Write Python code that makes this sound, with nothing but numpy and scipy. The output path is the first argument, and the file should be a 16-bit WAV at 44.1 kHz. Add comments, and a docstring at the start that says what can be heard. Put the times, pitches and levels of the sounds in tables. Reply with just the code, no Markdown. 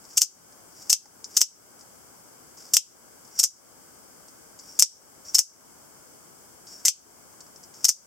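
"""Hiss comes first, then the small ticks of a thumb on the slider of a spring-driven blade in a metal handle.
Quiet room, small stereo microphone close by. The slider scrapes and squeaks as random slips until the latch
lets go in a burst of noisy chatter; 32-49 ms later the blade slams into its stop, a click that rings the handle.
Nine shots alternate out and in. The recorder turns its gain down on every snap, so the hiss sinks and
swells back; the hardest blows clip."""
import sys
import numpy as np
from scipy import signal
from scipy.fft import rfft, irfft, next_fast_len
from scipy.io import wavfile
from scipy.ndimage import uniform_filter1d

SR = 44100
rng = np.random.default_rng(int(sys.argv[2]) if len(sys.argv) > 2 else 0)


def generate_wav(sig):
    """Save sig (samples, or channels by samples) to the path in sys.argv[1] as 16-bit PCM at SR."""
    pcm = np.round(np.clip(np.atleast_2d(sig).T, -1, 1) * 32767).astype(np.int16)
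    wavfile.write(sys.argv[1], SR, pcm)


N = 355446


def amp(db):
    """Decibels to gain."""
    return 10 ** (np.asarray(db) / 20)


def at_hz(points, hz, column=1):
    """A table read on a log-frequency axis."""
    p = np.array(points)
    return np.interp(np.log(np.maximum(hz, 1)), np.log(p[:, 0]), p[:, column])


def causal(points, size=2048):
    """Minimum-phase response of a spectrum: nothing sounds before the blow; peak 1."""
    hz = np.arange(size // 2 + 1) * SR / size
    cepstrum = irfft(np.log(amp(at_hz(points, hz))))
    # fold the cepstrum onto positive time
    cepstrum[1:size // 2] *= 2
    cepstrum[size // 2 + 1:] = 0
    h = irfft(np.exp(rfft(cepstrum)))
    return h / np.abs(h).max()


def band(x, kind, hz):
    """A slice of the spectrum cut by a Butterworth filter of design order 4."""
    return signal.sosfilt(signal.butter(4, hz, kind, fs=SR, output="sos"), x)


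def sides(db):
    """Left and right gains for a left-right difference."""
    return amp(np.multiply.outer([.5, -.5], db))


def contacts(s, db):
    """A train of one-sample clicks."""
    # the tiny offset keeps the filters off denormal numbers
    return np.bincount(np.round(np.asarray(s) * SR).astype(int), amp(db), N) + 1e-12


# Colour of room air and microphone noise: [f/Hz, relative level/dB per Hz]
HISS_COLOUR = [(15, -54), (25, -17.5), (87, -5.5), (260, -1.5), (1560, -7.5), (1880, -17.5), (2150, -12.5),
               (2600, -21.5), (3140, -16), (3900, -26), (4900, -10.5), (7000, -9), (8100, -6.5),
               (9200, -13), (15900, -16)]
# How alike the two ports hear it: [f/Hz, left-right likeness -1 to 1]
HISS_LIKENESS = [(60, 0.36), (240, 0.052), (950, 0.14), (3770, -0.16), (15000, -0.12)]
# How it leans between the ports: [f/Hz, left-right level/dB]
HISS_BALANCE = [(60, 0.5), (380, 5), (2380, 3), (15000, 1.5)]
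HISS_DB = -54   # ahead of the recorder's gain control


def hiss():
    """Room air and microphone noise: shaped noise, most alike in both ports in the deep bass."""
    size = next_fast_len(N)
    hz = np.arange(size // 2 + 1) * SR / size
    mid, side = rfft(rng.standard_normal((2, size)))
    alike = at_hz(HISS_LIKENESS, hz)
    both = np.sqrt(1 + alike) * mid + np.sqrt(1 - alike) * side * [[1], [-1]]
    shape = amp(at_hz(HISS_COLOUR, hz)) * sides(at_hz(HISS_BALANCE, hz))
    out = irfft(both * shape, size)[:, :N]
    return amp(HISS_DB) * out / out.mean(0).std()


# Room answer by band: [f/Hz, near reflections' t60/s, near level/dB, late tail level/dB]
ROOM_BANDS = [(700, .08, -17, -48.5), (1990, 0.08, -8.5, -32), (4000, 0.11, -8, -25),
              (6050, 0.084, -4.5, -24), (9000, 0.11, -11.5, -28), (14000, 0.076, -16.5, -32)]
LATE_T60_S = 0.29


def room(x):
    """Dense near reflections and a fainter, longer tail, other ones at each port, dying band by band."""
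    size = SR // 2
    t, hz = np.arange(size) / SR, np.arange(size // 2 + 1) * SR / size
    noise = rfft(rng.standard_normal((2, size)))
    centres = np.array(ROOM_BANDS)[:, 0]

    def dying(db, t60):
        return amp(db - 60 * t / t60) / np.sqrt(t60 * SR / np.log(1e6))

    tail = 0
    for k, (_, t60, near_db, late_db) in enumerate(ROOM_BANDS):
        only_this_band = np.arange(len(centres)) == k
        share = at_hz(np.c_[centres, only_this_band], hz)   # cross-fades into the neighbours
        tail = tail + (dying(near_db, t60) + dying(late_db, LATE_T60_S)) * irfft(noise * share)
    tail *= np.clip((t - .002) / .004, 0, 1)   # the nearest surface answers after a few ms
    return signal.oaconvolve(x, tail, axes=1)[:, :N]


# Each shot of the blade: [way, latch lets go t/s, blade slams t/s, release rattle level/dB, its t60/s,
# lock rattle level/dB, slam level/dB, rebound rattle level/dB]
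SHOTS = [("out", 0.171, 0.2181, -9.5, .068, -14, 9.5, -4),
         ("in", 0.8957, 0.9292, -11.5, .28, -11, 9.5, -2.5),
         ("out", 1.3665, 1.4153, -11, .088, -7.5, 13, -5.5), ("in", 2.7353, 2.7682, -9.5, .12, -14, 11, -3),
         ("out", 3.39, 3.4387, -11, .1, -7.5, 11, -3), ("in", 4.7905, 4.8235, -9.5, .22, -10.5, 18.5, -1.5),
         ("out", 5.345, 5.3908, -12, .15, -9, 14, -1.5), ("in", 6.8508, 6.8825, -10.5, .25, -10.5, 10, -3),
         ("out", 7.8436, 7.8914, -9.5, .08, -6, 13, -4.5)]
# Slider dragged against the spring until each latch lets go: [start t/s, hardest push t/s,
# level/dB at start, at hardest, at end, squeak f/Hz, squeak level/dB re scrape when hardest]
DRAGS = [(0.085, 0.105, -60, -51, -56, 5590, -5), (0.75, 0.826, -59, -47.5, -57, 5430, -6),
         (1.29, 1.356, -59, -47, -47, 5700, -1.5), (2.572, 2.68, -51, -51, -63, 5450, -14),
         (3.31, 3.38, -61.5, -48, -56, 5700, 9), (4.61, 4.695, -58, -53, -52, 5570, 6),
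         (5.247, 5.298, -53, -45, -62, 5660, 6), (6.668, 6.735, -52, -48, -61, 5520, 5),
         (7.74, 7.83, -52, -52, -54, 5580, -2.1)]
# Colour of sliding metal: [f/Hz, relative level/dB per Hz]
SCRAPE = [(2500, -19), (4200, -22.5), (4800, -2), (5500, 1), (6300, -4), (7300, -3.5), (8300, -10.5),
          (9500, -20), (15000, -19)]
# Latch grating at the moment it lets go, by way: level/dB
CREEP_DB = {"out": -39, "in": -49}
CREEP_RISE_S = .035   # time the grating takes to climb 60 dB
SQUEAK_FADE_DB_PER_S = 150   # either side of the hardest push


def drag(slips_per_s, spread_db, squeak_width_hz, lean_db, lump_db, lump_hz):
    """Uneven slips of the slider along its groove, with a rough squeak strongest at the hardest push."""
    t = np.arange(N) / SR
    level, pitch, squeak = np.zeros((3, N))
    for (start, hardest, *level_db, hz, squeak_db), (way, release_s, *_) in zip(DRAGS, SHOTS):
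        on = (t >= start) & (t < release_s)
        push_db = np.interp(t, [start, hardest, release_s], level_db)
        # the latch grates louder in the last moments before it lets go
        creep_db = CREEP_DB[way] - 60 * abs(release_s - t) / CREEP_RISE_S
        level += on * (amp(push_db) + amp(creep_db))
        pitch += on * hz
        squeak += on * amp(squeak_db - SQUEAK_FADE_DB_PER_S * abs(t - hardest))
    happens = rng.random(N) < slips_per_s / SR
    slips = happens * amp(spread_db * rng.standard_normal(N)) * rng.choice([-1, 1], N)
    scrape = signal.oaconvolve(slips, causal(SCRAPE))[:N]
    lumps = band(rng.standard_normal(N), "low", lump_hz)
    lumpy_scrape = amp(lump_db * lumps / lumps.std()) * scrape / scrape.std()
    # slow part of the slips roughens the squeak
    waver = band(slips, "low", squeak_width_hz)
    tone = squeak * waver / waver.std() * np.sin(2 * np.pi * np.cumsum(pitch) / SR)
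    return sides(lean_db)[:, None] * level * (lumpy_scrape + tone)


# How the two ports hear the knife's main band, lows, mids and highs:
# [filter kind, edges f/Hz, left-right level/dB, likeness 0-1, unused]
PORTS = [("band", [4260, 9110], 2.3, 0.88, 0), ("band", [436, 1910], 1.5, 0.98, 0), ("band", [1580, 4400],
         0.71, .97, 0), ("high", 9000, 5.7, 0.36, 0.72)]


def in_bands(rows, colour, click, grit_level):
    """Clicks and gritty noise coloured band by band; rows give the main level, then lows, mids, highs re it."""
    level_db, *others_db = np.transpose(rows)
    common, own = rng.standard_normal(N), rng.standard_normal((2, N))
    out = 0
    for extra_db, (kind, hz, lean_db, alike, _) in zip((0, *others_db), PORTS):
        h = band(causal(colour), kind, hz)
        noise = np.sqrt(alike) * common + np.sqrt(1 - alike) * own
        grit = noise * grit_level(level_db + extra_db) / np.sqrt(h @ h)
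        sharp = click(level_db + extra_db) / np.abs(h).max()
        both = sides(lean_db)[:, None] * (grit + sharp)
        out = out + signal.oaconvolve(both, h[None], axes=1)[:, :N]
    return out


# Ringing modes of handle and blade: [f/Hz, relative level/dB, t60/s, left-right level/dB]
MODES = [(840, -60, 0.05, 0.1), (2050, -42.5, 0.09, -8), (3130, -34.5, 0.037, -11),
         (3900, -35.5, 0.026, 21), (4500, -23, 0.056, 4), (5300, -12, 0.032, 13), (5510, -42.5, 0.034, -21),
         (6400, -37, .03, -14), (6620, -35, .02, 2), (7560, -27.5, 0.0245, 4), (9900, -25, .03, -9),
         (14000, -50, .02, 8)]


def blows(rows, colour, sharp, chatter_db, chatter_t60, ring_db):
    """Each blow is a click trailed by a dying chatter, and it rings the handle's modes."""
    rows = np.array(rows)
    s, level_db = rows[:, 0], rows[:, 1]
    fade = amp(-60 / (chatter_t60 * SR))

    def click(db):
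        return sharp * contacts(s, db)

    def chatter(db):
        return amp(chatter_db) * signal.lfilter([1], [1, -fade], contacts(s, db))

    out = in_bands(rows[:, 1:5], colour, click, chatter)
    luck = rng.uniform(-1, 1, (len(s), len(MODES)))
    for k, (hz, mode_db, t60, lean_db) in enumerate(MODES):
        # each blow lands elsewhere, so each mode's share varies
        clicks = contacts(s, level_db + ring_db + mode_db + 6.8 * luck[:, k])
        r, w = amp(-60 / (t60 * SR)), 2 * np.pi * hz / SR
        ring = signal.lfilter([0, np.sin(w)], [1, -2 * r * np.cos(w), r * r], clicks)
        out += sides(lean_db)[:, None] * ring
    return out


# Thumb and slider ticks: [t/s, level/dB, lows level/dB re that]
TICKS = [(0.0415, -41, -21), (0.0505, -36, -25), (0.5237, -39, -10.1), (0.7234, -44, -10.1),
         (0.7587, -43, -14), (0.8195, -36.5, -19.5), (1.056, -33, -10.1), (1.2431, -20.1, -38),
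         (1.7913, -38, -17), (1.8094, -36, -13), (2.5735, -39, -17), (3.25, -39, -15), (3.277, -38, -18),
         (4.2832, -34.5, -20.1), (4.59, -31, -27), (4.5955, -33, -27), (4.6733, -44, -17),
         (4.7202, -37, -17), (5.252, -38, -25), (6.6702, -32.5, -20.1), (6.7037, -40, -23),
         (6.717, -38, -22), (6.7945, -37, -17), (7.3264, -48, -12), (7.4056, -28, -22), (7.4654, -41, -14),
         (7.5602, -36, -18), (7.631, -39, -18), (7.6365, -35, -18), (7.7433, -39.5, -21)]


def ticks(mids_db, highs_db):
    """Thumb and slider touch metal: faint clicks in the scrape's colour with a short grating trail."""
    rows = [(s, db, lows_db, mids_db, highs_db) for s, db, lows_db in TICKS]
    return blows(rows, SCRAPE, sharp=0.49, chatter_db=-10.5, chatter_t60=0.049, ring_db=-7)


# A hard contact as the microphone colours it: [f/Hz, relative level/dB per Hz]
CRACK = [(59, -61), (100, -32.5), (523, -32), (1570, -32.5), (1830, -33.5), (2680, -15.5), (3040, -15),
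         (4090, -22), (5500, 1.5), (8060, -5), (9150, -14), (12100, -14.5), (14300, -9.5), (15900, -37)]
# Rattle after release, by way: [swell/dB, swell/s, then lows, mids, highs level/dB re main]
RELEASE = {"out": (6.5, .011, -30, -20.5, -8.5), "in": (12, .006, -31, -21, -7.5)}
# Rattle after the slam, by way: [swell/dB, swell/s, t60/s, then lows, mids, highs level/dB re main]
REBOUND = {"out": (0.1, .006, .07, -30, -21, -11.5), "in": (0.1, .005, .056, -36, -17, -11.5)}
# Lock riding up just before the slam, by way: [lead/s, swell/dB, swell/s, t60/s,
# then lows, mids, highs level/dB re main]
LOCK = {"out": (.0088, 6, .008, .033, -26, -19, -8), "in": (.0035, 11, .0035, .02, -27, -19, -11)}
STOP_T60_S = .03   # the travel rattle is choked once the blade has slammed home


def rattle(uneven_db, lump_s, rebound_s):
    """Loose parts clatter too densely to tell apart: lumpy noise swells at release, lock and rebound, then dies."""
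    bursts = []   # start s, choked from s, level, swell dB, swell s, t60 s, lows, mids, highs
    for way, release_s, slam_s, release_db, t60, lock_db, _, rebound_db in SHOTS:
        swell_db, swell_s, *colour = RELEASE[way]
        lead_s, *lock = LOCK[way]
        bursts += [(release_s, slam_s, release_db, swell_db, swell_s, t60, *colour),
                   (slam_s + rebound_s, np.inf, rebound_db, *REBOUND[way]),
                   (slam_s - lead_s, np.inf, lock_db, *lock)]
    bursts = np.array(bursts)
    lumps = uniform_filter1d(rng.standard_normal(N), max(int(lump_s * SR), 1))
    lumps = amp(uneven_db * lumps / lumps.std())

    def envelope(db):
        out, t = np.zeros(N), np.arange(SR // 8) / SR
        for (s, stop_s, _, swell_db, swell_s, t60), gain in zip(bursts[:, :6], amp(db)):
            i = round(s * SR)
            rising_db = -swell_db * (1 - t / swell_s)
            dying_db = -60 * (t - swell_s) / t60
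            choke_db = -60 * np.maximum(s + t - stop_s, 0) / STOP_T60_S
            shape_db = np.where(t < swell_s, rising_db, dying_db) + choke_db
            out[i:i + len(t)] += (gain * amp(shape_db))[:N - i]
        return out * lumps

    def no_click(db):
        return np.zeros(N)

    return in_bands(bursts[:, [2, 6, 7, 8]], CRACK, no_click, envelope)


# Single knocks of latch and spring carrier: [t/s, level/dB, mids, highs level/dB re that]
KNOCKS = [(0.1795, -2.5, -3, -.1), (0.2212, 2.1, -21, -15), (0.9008, -8, -25, -6), (0.9029, -1.5, -35, -11),
          (1.3678, -9, -29, -16), (1.3711, 0.1, -24, -19), (1.3737, -6, -25, -13), (1.3761, -1.1, -24, -5),
          (1.42, 6, -28, -17), (2.74, -5.5, -16.5, -14), (2.7467, -7, -32, -12), (2.771, 6, -19, -19),
          (3.3966, -3.5, -23, 4), (3.4002, -4, -32, -9), (4.7951, -2.1, -32, 1.1), (4.7978, -9, -30, -7),
          (4.8265, -3, -30, -13), (5.3488, -8, -27, -18), (5.3515, -3.5, -41, -3), (5.3559, -5, -28, -9),
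          (5.3609, -5, -38, -14), (5.3847, 8, -30, -15), (6.8518, -5, -30, -13), (6.8561, -6, -28, -10.1),
          (6.8607, -4.5, -21, -4), (6.867, -6, -20.5, -15), (7.8519, 2.5, -27, -16), (7.8539, -6, -24, -16)]


def knocks(lows_db):
    """Latch and spring carrier hit the handle: hard clicks with a few ms of chatter."""
    rows = [(s, db, lows_db, mids_db, highs_db) for s, db, mids_db, highs_db in KNOCKS]
    return blows(rows, CRACK, sharp=0.83, chatter_db=-8.5, chatter_t60=0.00574, ring_db=-5.5)


# Blows that catch one mode of the handle squarely: [t/s, mode number from 0, level/dB]
PINGS = [(.2195, 11, -10.1), (1.056, 0, -47), (1.4165, 11, -9), (2.7405, 11, -17), (3.397, 6, -8),
         (3.407, 7, -19), (3.4395, 10, -13), (4.802, 10, -11), (5.352, 5, -1.5), (5.369, 7, -19),
         (5.393, 10, -6), (6.853, 1, -35), (6.867, 1, -24.5), (7.851, 6, -8)]
PING_T60_S = .055


def pings(lean_db, split):
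    """One mode rings clearly: a pair of close decaying tones with a quick onset."""
    out, t = np.zeros(N), np.arange(SR // 5) / SR
    for s, mode, level_db in PINGS:
        i, hz = round(s * SR), MODES[round(mode)][0]
        # two close modes beat
        pair = np.sin(2 * np.pi * hz * t) + .6 * np.sin(2 * np.pi * hz * (1 + split) * t)
        onset = np.minimum(t / 0.0011, 1)
        out[i:i + len(t)] += (amp(level_db - 60 * t / PING_T60_S) * pair * onset)[:N - i]
    return sides(lean_db)[:, None] * out


# Where each slam lands colours it: [lows, mids, highs, thump level/dB re slam]
SLAM_COLOURS = [(-39, -10, -9, -42), (-22, -6.5, -3, -15), (-26.5, -14, -17, -37), (-33, -6, -5, -33),
                (-30.5, -25, -8, -13), (-22.5, -17, -10, -23), (-54, -26, -9.5, -19.5), (-49, -5, -16, -29),
                (-26, -22, -19, -23)]


def thump(hz):
    """The slam jolts the whole handle: one short dull push."""
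    _, _, slam_s, *_, level_db, _ = zip(*SHOTS)
    return band(contacts(slam_s, np.add(level_db, np.array(SLAM_COLOURS)[:, 3])), "low", hz)


def slams():
    """The blade hits its stop: the sharpest clicks, a brief chatter, ringing modes and a thump."""
    rows = [(slam_s, db, *colour) for (_, _, slam_s, *_, db, _), colour in zip(SHOTS, SLAM_COLOURS)]
    cracks = blows(rows, CRACK, sharp=1.7, chatter_db=-9, chatter_t60=.005, ring_db=-12)
    return cracks + thump(hz=1500)


def scene():
    """The hiss, the room and the knife close to the microphone."""
    slider = drag(slips_per_s=2500, spread_db=4.0, squeak_width_hz=120, lean_db=1.5, lump_db=1.5, lump_hz=60)
    slider = slider + ticks(mids_db=-29, highs_db=-27)
    loose = rattle(uneven_db=2.5, lump_s=.0006, rebound_s=.0015)
    struck = knocks(lows_db=-40) + pings(lean_db=2.0, split=0.0034) + slams()
    knife = slider + loose + struck
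    return hiss() + room(knife) + knife


def gain_control(x, above_db, slope, attack_s, release_s, size=32):
    """Gain falls fast while the level is over the threshold and creeps back in dB."""
    padded = np.pad(x ** 2, ((0, 0), (0, -N % size)))
    power = padded.mean(0).reshape(-1, size).mean(1)   # both ports, block by block
    wanted = -slope * np.maximum(10 * np.log10(power + 1e-12) - above_db, 0)
    down = 1 - np.exp(-size / SR / attack_s)
    up = 1 - np.exp(-size / SR / release_s)
    cut_db = [0.]
    for want in wanted:
        speed = down if want < cut_db[-1] else up
        cut_db.append(cut_db[-1] + (want - cut_db[-1]) * speed)
    return x * amp(np.interp(np.arange(N) / size, np.arange(len(cut_db)), cut_db))


CUTOFF_HZ = 16350


def record(dry):
    """Gain control, clipping at full scale, a steep top cut, then clipping again."""
    held = gain_control(dry, above_db=-31, slope=0.85, attack_s=0.02, release_s=0.091)
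    top_cut = signal.cheby2(18, 45, CUTOFF_HZ, fs=SR, output="sos")
    return np.clip(signal.sosfilt(top_cut, np.clip(held, -1, 1)), -1, 1)


dry = scene()
out = record(dry)
generate_wav(out)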